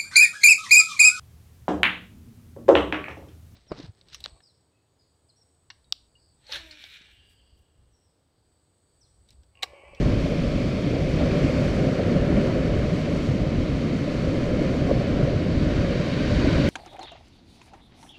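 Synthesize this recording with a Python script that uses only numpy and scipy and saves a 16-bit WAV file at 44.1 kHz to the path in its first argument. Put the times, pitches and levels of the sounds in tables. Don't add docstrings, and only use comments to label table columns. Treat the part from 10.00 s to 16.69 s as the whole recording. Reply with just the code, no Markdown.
import sys
import numpy as np
from scipy import signal
from scipy.fft import rfft, irfft, next_fast_len
from scipy.io import wavfile

SR = 44100
rng = np.random.default_rng(int(sys.argv[2]) if len(sys.argv) > 2 else 0)


def pcm_store(signal):
    levels = np.round(np.clip(np.atleast_2d(signal), -1, 1) * 32767)
    wavfile.write(sys.argv[1], SR, levels.astype(np.int16).T)


N = 295017

# t of the top/s, level/dB, swell time/s
GUSTS = [(0.12, -25, 0.1), (0.462, -24, 0.087), (0.75, -32.5, 0.13), (1.151, -28, 0.18),
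         (1.65, -27.5, 0.15), (2.25, -32, 0.18), (2.79, -28, 0.095), (3.63, -29, 0.13), (4.48, -26, 0.14),
         (4.85, -33, .15), (5.22, -29.5, 0.13), (5.72, -29, .15), (6.39, -22.5, 0.12), (6.65, -25, 0.092)]
# f/Hz, level per Hz/dB
WIND_COLOUR = [(3, -22), (10, -7), (22, -8.5), (40, 0), (57, 2.5), (76, -1), (100, -0.5), (150, -11.5),
               (300, -17.5), (700, -65)]
# f/Hz, level per Hz/dB
SHINGLE_COLOUR = [(600.0, -12), (1000.0, -1), (1300.0, -13), (1450.0, 1.5), (1750.0, -2), (2300.0, -3.5),
                  (2620.0, -6.5), (3050.0, -5), (3400.0, -10.5), (3850.0, -5), (4150, -9.5), (4600.0, -7),
                  (5020.0, -15), (5400, -15.5), (6500.0, -20.5), (12000.0, -44)]
# t/s, level/dB
RUNOFF = [(0, -46), (1.08, -46), (1.45, -43.5), (1.7, -46.5), (2.3, -60), (2.7, -65)]
# f/Hz, level per Hz/dB
RUNOFF_COLOUR = [(1500, -28), (1920, -18), (2100, -4), (2400, -0.5), (2650, -7.5), (2870, -15),
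                 (3300, -6.5), (3650, -11), (3980, -22), (4300, -10), (4600, -12.5), (4950, -7.5),
                 (5800, -12), (7000, -35)]
# t/s, level/dB
FOAM = [(0.1, -58.5), (1.05, -60), (1.18, -57.5), (1.69, -56.5), (1.98, -59), (2.3, -60.5), (2.45, -58),
        (2.6, -60.5), (3.25, -57.5), (3.4, -61.5), (4.6, -59), (5.5, -62.5), (5.75, -60.5), (6.07, -60.5),
        (6.6, -57.5)]
# f/Hz, level per Hz/dB
FIZZ_COLOUR = [(2500, -22), (4400, 2.5), (5500, -.5), (6500, -4.5), (7700, -8), (9000, -14.5),
               (11000, -19.5), (13000, -23), (14000, -27.5), (15000, -35)]
# f/Hz, level per Hz/dB
WASH_COLOUR = [(400.0, -25), (850.0, -2.5), (1040.0, 0.5), (1270.0, -1), (1550.0, -4.5), (1750, -3),
               (1920.0, -1.5), (2200.0, -0.5), (2750.0, -6), (3100.0, -5), (3650.0, -8), (4500.0, -8.5),
               (4950.0, -16), (6000.0, -19), (10000.0, -47)]
# t/s, level before the trim/dB, swell time/s, pitch of the drops f/Hz
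SPLASHES = [(0.02, -44, 0.065, 1060), (1.18, -45, 0.039, 1500), (1.33, -41, .02, 1150),
            (1.36, -46, 0.09, 2300), (1.505, -39, 0.014, 1050), (1.6, -43, .04, 1600),
            (2.12, -43, .03, 1500), (2.32, -42, .03, 2150), (2.366, -39, .0064, 1100),
            (2.465, -41, 0.021, 1150), (2.62, -46, .0064, 1300), (4.47, -48, 0.027, 1500),
            (4.72, -43, 0.02, 1000), (4.883, -34.5, 0.0099, 900), (5.21, -40, 0.01, 1550),
            (5.69, -49, 0.044, 1300), (6.39, -37, .012, 1100), (6.53, -38, .022, 1600)]
# f/Hz, level per Hz/dB
SPLASH_COLOUR = [(500, -16), (900, 5.5), (1500, -0.5), (2400, 0.5), (3200, -10), (6000, -32)]
# t/s, rise/s, hold/s, fall/s, deep rumble level/dB, churn level/dB, breaking crest level/dB
WAVES = [(-0.4, 0.23, 0.15, 0.47, -28, -36, -49), (1.07, 0.063, 0.64, 0.23, -28.5, -31, -43.5),
         (1.6, 0.44, 0.51, 0.26, -30, -30, -43.5), (4.052, 0.4, 0.47, 0.24, -33.5, -31.5, -47.5),
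         (4.978, 0.14, 0.16, 0.051, -45, -31.5, -46), (5.553, 0.075, 0.1, 0.33, -32, -32.5, -45),
         (6.147, 0.44, 0.4, .4, -24.5, -29, -44)]
# f/Hz, level per Hz/dB
BREAKER_COLOUR = [(400.0, -1), (860.0, -0.5), (1000.0, 0), (1500.0, 7), (1900.0, 4.5), (2400.0, -1.5),
                  (3080.0, -0.5), (3400, -26), (4000.0, -39), (8000.0, -38)]
# f/Hz, level per Hz/dB
RUMBLE_COLOUR = [(50, -42), (92, -8.5), (125, 0.5), (165, 1.5), (205, -3), (240, -1.05), (305, -2.4),
                 (345, -9.5), (430, -18.5), (800, -68)]
# f/Hz, level per Hz/dB
CHURN_COLOUR = [(200, -23), (325, -3.5), (385, 0), (455, -2.5), (510, 0.5), (595, 1.5), (640, -6.5),
                (740, -10.5), (840, -21), (1200, -37)]
# t/s, level before the trim/dB, swell time/s, pitch of the hollow f/Hz
LAPS = [(0.0, -26, 0.018, 330), (0.27, -28.5, 0.025, 430), (0.9, -21, 0.042, 317), (1.19, -19.5, .014, 580),
        (1.68, -27, .05, 288), (1.83, -23.5, .02, 380), (1.98, -22, .016, 560), (2.275, -20.5, 0.03, 278),
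        (2.35, -22, 0.016, 190), (2.403, -26, 0.014, 290), (4.607, -19, 0.0099, 340),
        (4.882, -21, .007, 596), (5.0, -28, 0.022, 570), (5.19, -23, 0.0094, 314), (5.6, -28, .025, 260),
        (6.435, -19.5, 0.019, 320), (6.57, -24, .014, 330)]
# t/s, peak level before the trim/dB, pitch f/Hz, swell time/s
GULPS = [(0.06, -14, 148, 0.0081), (0.129, -14, 125, 0.0098), (0.257, -18.5, 615, 0.0044),
         (0.31, -18, 477, 0.0028), (0.86, -14, 272, 0.011), (1.205, -14.5, 554, 0.004),
         (1.411, -26, 181, 0.0074), (1.439, -13, 273, 0.0096), (1.495, -14, 530, 0.0025),
         (1.613, -13, 140, 0.0075), (1.80, -11, 140, 0.011), (1.833, -14, 286, 0.0045),
         (1.864, -10, 144, 0.0085), (1.996, -18, 442, 0.0072), (2.159, -7.5, 162, 0.0058),
         (2.299, -16.5, 267, 0.0094), (2.37, -19, 590, .0022), (2.371, -8.5, 210, 0.0097),
         (2.581, -14, 550, 0.0041), (2.914, -14, 170, 0.014), (3.281, -11, 136, 0.013),
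         (3.949, -19, 155, 0.0097), (4.241, -22, 161, 0.013), (4.27, -15.5, 540, 0.0037),
         (4.448, -20, 128, 0.012), (4.612, -15, 268, 0.0069), (4.91, -7, 555, 0.0038),
         (4.915, -11.5, 298, 0.0028), (5.005, -15, 527, 0.0022), (5.206, -13.5, 229, 0.0048),
         (5.227, -5.5, 138, 0.0094), (5.27, -12.5, 533, 0.0041), (5.358, -10, 129, 0.0048),
         (5.604, -13, 200, 0.011), (5.666, -9, 155, 0.0037), (6.203, -12, 265, 0.0054),
         (6.381, -12, 267, 0.0054), (6.466, -9.5, 281, 0.0086), (6.594, -11, 272, 0.0094)]
# f/Hz, width/Hz, depth as level/dB
DIPS = [(848, 120, -3.5), (1930, 170, -1.7), (2790, 270, -0.5), (3420, 290, -2), (4050, 260, -1.5),
        (5100, 360, -1)]

BREEZE_DB = -31
BACKWASH_FULL_S, BACKWASH_DB, BACKWASH_GROWS_DB_PER_S = 6.5, -34.5, 10
WASH_DB, WASH_FOLLOWS, WASH_GROWS_DB_PER_S = -41, 0.36, 0.25
SPLASH_Q = 2.7
LAP_WIDTH_HZ, LAP_TOP_HZ = 175, 725
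GULP_RISE = 0.013
CUTOFF_HZ = 15100


def from_db(db):
    return 10 ** (np.asarray(db) / 20)


def rms_one(x):
    return x / np.sqrt(np.mean(x ** 2) + 1e-20)


def in_time(rows):
    return np.interp(np.arange(N) / SR, *np.transpose(rows))


def coloured(x, spectrum):
    hz, db = np.transpose(spectrum)
    size = next_fast_len(N + SR // 2)
    bins_hz = np.maximum(np.arange(size // 2 + 1) * SR / size, 1)
    gain = from_db(np.interp(np.log(bins_hz), np.log(hz), db, right=-np.inf))
    return rms_one(irfft(rfft(x, size) * gain, size)[:N])


def drift(rate_hz):
    step = 40
    pole = np.exp(-2 * np.pi * rate_hz * step / SR)
    noise = rng.standard_normal(N // step + 2002)
    slow = signal.lfilter([1], [1, -2 * pole, pole * pole], noise)[2000:]
    return np.interp(np.arange(N) / step, np.arange(len(slow)), rms_one(slow))


def grains(per_s, low_hz, high_hz, cycles, spread_db, clump_db, count):
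    sizes = from_db(spread_db * np.minimum(rng.exponential(1, N), 4)) * rng.choice([-1, 1], N)
    clicks = sizes * (rng.random(N) < per_s / SR)
    dealt = rng.integers(0, count, N)
    out = np.zeros(N)
    for k, hz in enumerate(np.geomspace(low_hz, min(high_hz, CUTOFF_HZ), count)):
        w = 2 * np.pi * hz / SR
        r = np.exp(-np.log(1000) * hz / (cycles * SR))
        struck = clicks * (dealt == k) + 1e-18
        ring = signal.lfilter([1 - r, 0, r - 1], [1, -2 * r * np.cos(w), r * r], struck)
        out += ring * from_db(clump_db * drift(14.4))
    return rms_one(out)


def blur(low_hz, high_hz):
    band = signal.butter(1, [low_hz, min(high_hz, CUTOFF_HZ)], "band", fs=SR, output="sos")
    return rms_one(signal.sosfilt(band, rng.standard_normal(N)))


def breeze():
    t = np.arange(N) / SR
    gusts = sum(from_db(db) ** 2 * np.exp(-((t - s) / swell) ** 2) for s, db, swell in GUSTS)
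    return 10 * np.log10(from_db(BREEZE_DB) ** 2 + gusts)


def wind(level_db, lump_db):
    gain = from_db(level_db + lump_db * drift(4.8))
    return gain * coloured(rng.standard_normal(N), WIND_COLOUR)


def shingle(level_db, far_db):
    near = grains(per_s=2200, low_hz=900, high_hz=6940, cycles=18.0, spread_db=0.5, clump_db=3.0, count=24)
    return from_db(level_db) * coloured(near + from_db(far_db) * blur(600, 10000), SHINGLE_COLOUR)


def runoff(far_db):
    near = grains(per_s=3000, low_hz=1900, high_hz=4590, cycles=35, spread_db=3.5, clump_db=0.5, count=16)
    return from_db(in_time(RUNOFF)) * coloured(near + from_db(far_db) * blur(1500, 5600), RUNOFF_COLOUR)


def fizz(level_db, far_db, flutter_db, trim_db):
    near = grains(per_s=9000, low_hz=3480, high_hz=13900, cycles=3.7, spread_db=1.0, clump_db=1.5, count=10)
    foam = coloured(near + from_db(far_db) * blur(2000, 15000), FIZZ_COLOUR)
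    return from_db(level_db + trim_db + flutter_db * drift(12.0)) * foam


def wash(level_db, far_db, flutter_db):
    near = grains(per_s=7000, low_hz=774, high_hz=6300, cycles=13.0, spread_db=1.0, clump_db=1.1, count=24)
    water = coloured(near + from_db(far_db) * blur(370, 9000), WASH_COLOUR)
    return from_db(level_db + flutter_db * drift(3.7)) * water


def splashes(level_db, far_db):
    out, t = np.zeros(N), np.arange(N) / SR
    drops = grains(per_s=1800, low_hz=816, high_hz=2810, cycles=13, spread_db=5.0, clump_db=0.0, count=14)
    patter = coloured(drops + from_db(far_db) * blur(500, 5000), SPLASH_COLOUR)
    for s, db, swell, hz in SPLASHES:
        age = np.maximum(t - s, 0) / swell
        spray = signal.lfilter(*signal.iirpeak(hz, SPLASH_Q, fs=SR), patter)
        out += from_db(db + level_db) * age * np.exp(1 - age) * rms_one(spray)
    return out


def surge(crests_db, calm_db, lag_s, linger):
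    t = np.arange(N) / SR - lag_s
    power = from_db(calm_db) ** 2
    for (s, rise, hold, fall, *_), crest_db in zip(WAVES, crests_db):
        run_in = np.clip((t - s) / rise, 0, 1)
        die_back = np.exp(-np.maximum(t - s - rise - hold, 0) / (fall * linger))
        power = power + (from_db(crest_db) * run_in * die_back) ** 2
    return 10 * np.log10(power)


def breakers(level_db, far_db):
    near = grains(per_s=2500, low_hz=840, high_hz=3340, cycles=18.0, spread_db=4.0, clump_db=1.5, count=20)
    return from_db(level_db) * coloured(near + from_db(far_db) * blur(400, 6100), BREAKER_COLOUR)


def rumble(level_db, lump_db):
    gain = from_db(level_db + lump_db * drift(18.0))
    return gain * coloured(rng.standard_normal(N), RUMBLE_COLOUR)


def churn(level_db, far_db, slosh_db):
    near = grains(per_s=1800, low_hz=297, high_hz=837, cycles=8.8, spread_db=1.5, clump_db=0.5, count=12)
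    gain = from_db(level_db + slosh_db * drift(21.0))
    return gain * coloured(near + from_db(far_db) * blur(190, 1520), CHURN_COLOUR)


def laps(level_db):
    out, t = np.zeros(N + SR), np.arange(SR // 4) / SR
    for s, db, swell, hz in LAPS:
        resonance = signal.iirpeak(hz, hz / LAP_WIDTH_HZ, fs=SR)
        hollow = signal.lfilter(*resonance, rng.standard_normal(len(t)))
        age, start = t / swell, round(s * SR)
        out[start:start + len(t)] += from_db(db + level_db) * age * np.exp(1 - age) * rms_one(hollow)
    return signal.sosfilt(signal.butter(8, LAP_TOP_HZ, fs=SR, output="sos"), out[:N])


def gulps(level_db):
    out, t = np.zeros(N), np.arange(SR // 4) / SR
    for s, peak_db, hz, swell in GULPS:
        age, start = t / swell, round(s * SR)
        turns = np.cumsum(hz * (1 + GULP_RISE * (age - 1))) / SR
        tone = np.sin(2 * np.pi * (turns + rng.random()))
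        pocket = (age * np.exp(1 - age)) ** 2 * tone
        out[start:start + len(t)] += from_db(peak_db + level_db) * pocket[:N - start]
    return out


def scene():
    t, foam_db = np.arange(N) / SR, in_time(FOAM)
    rumbles, churns, crests = np.transpose(WAVES)[4:]
    rumble_db = surge(rumbles, calm_db=-25.0, lag_s=0.02, linger=0.97)
    churn_db = surge(churns, calm_db=-32.0, lag_s=0.047, linger=1.8)
    breaker_db = surge(crests, calm_db=-54, lag_s=0.03, linger=1.5)
    wash_db = WASH_DB + WASH_FOLLOWS * (foam_db - foam_db.mean()) + WASH_GROWS_DB_PER_S * t
    shingle_db = BACKWASH_DB - BACKWASH_GROWS_DB_PER_S * np.maximum(BACKWASH_FULL_S - t, 0)

    deep = rumble(rumble_db, lump_db=0.03) + churn(churn_db, far_db=-1.0, slosh_db=0.1)
    deep += gulps(level_db=-3.64) + laps(level_db=-3.5)
    white = wash(wash_db, far_db=4.0, flutter_db=0.33)
    white += fizz(foam_db, far_db=3.0, flutter_db=0.6, trim_db=6.5)
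    white += runoff(far_db=-2.0)
    beach = breakers(breaker_db, far_db=-0.5) + splashes(level_db=-1.5, far_db=-10)
    beach += shingle(shingle_db, far_db=4.0)
    return (deep + white + beach + wind(breeze(), lump_db=2.0))[None]


def record(dry):
    for hz, width_hz, db in DIPS:
        band = signal.lfilter(*signal.iirpeak(hz, hz / width_hz, fs=SR), dry)
        dry = dry + (from_db(db) - 1) * band
    return signal.sosfilt(signal.ellip(10, 0.1, 80, CUTOFF_HZ, fs=SR, output="sos"), dry)


dry = scene()
out = record(dry)
pcm_store(out)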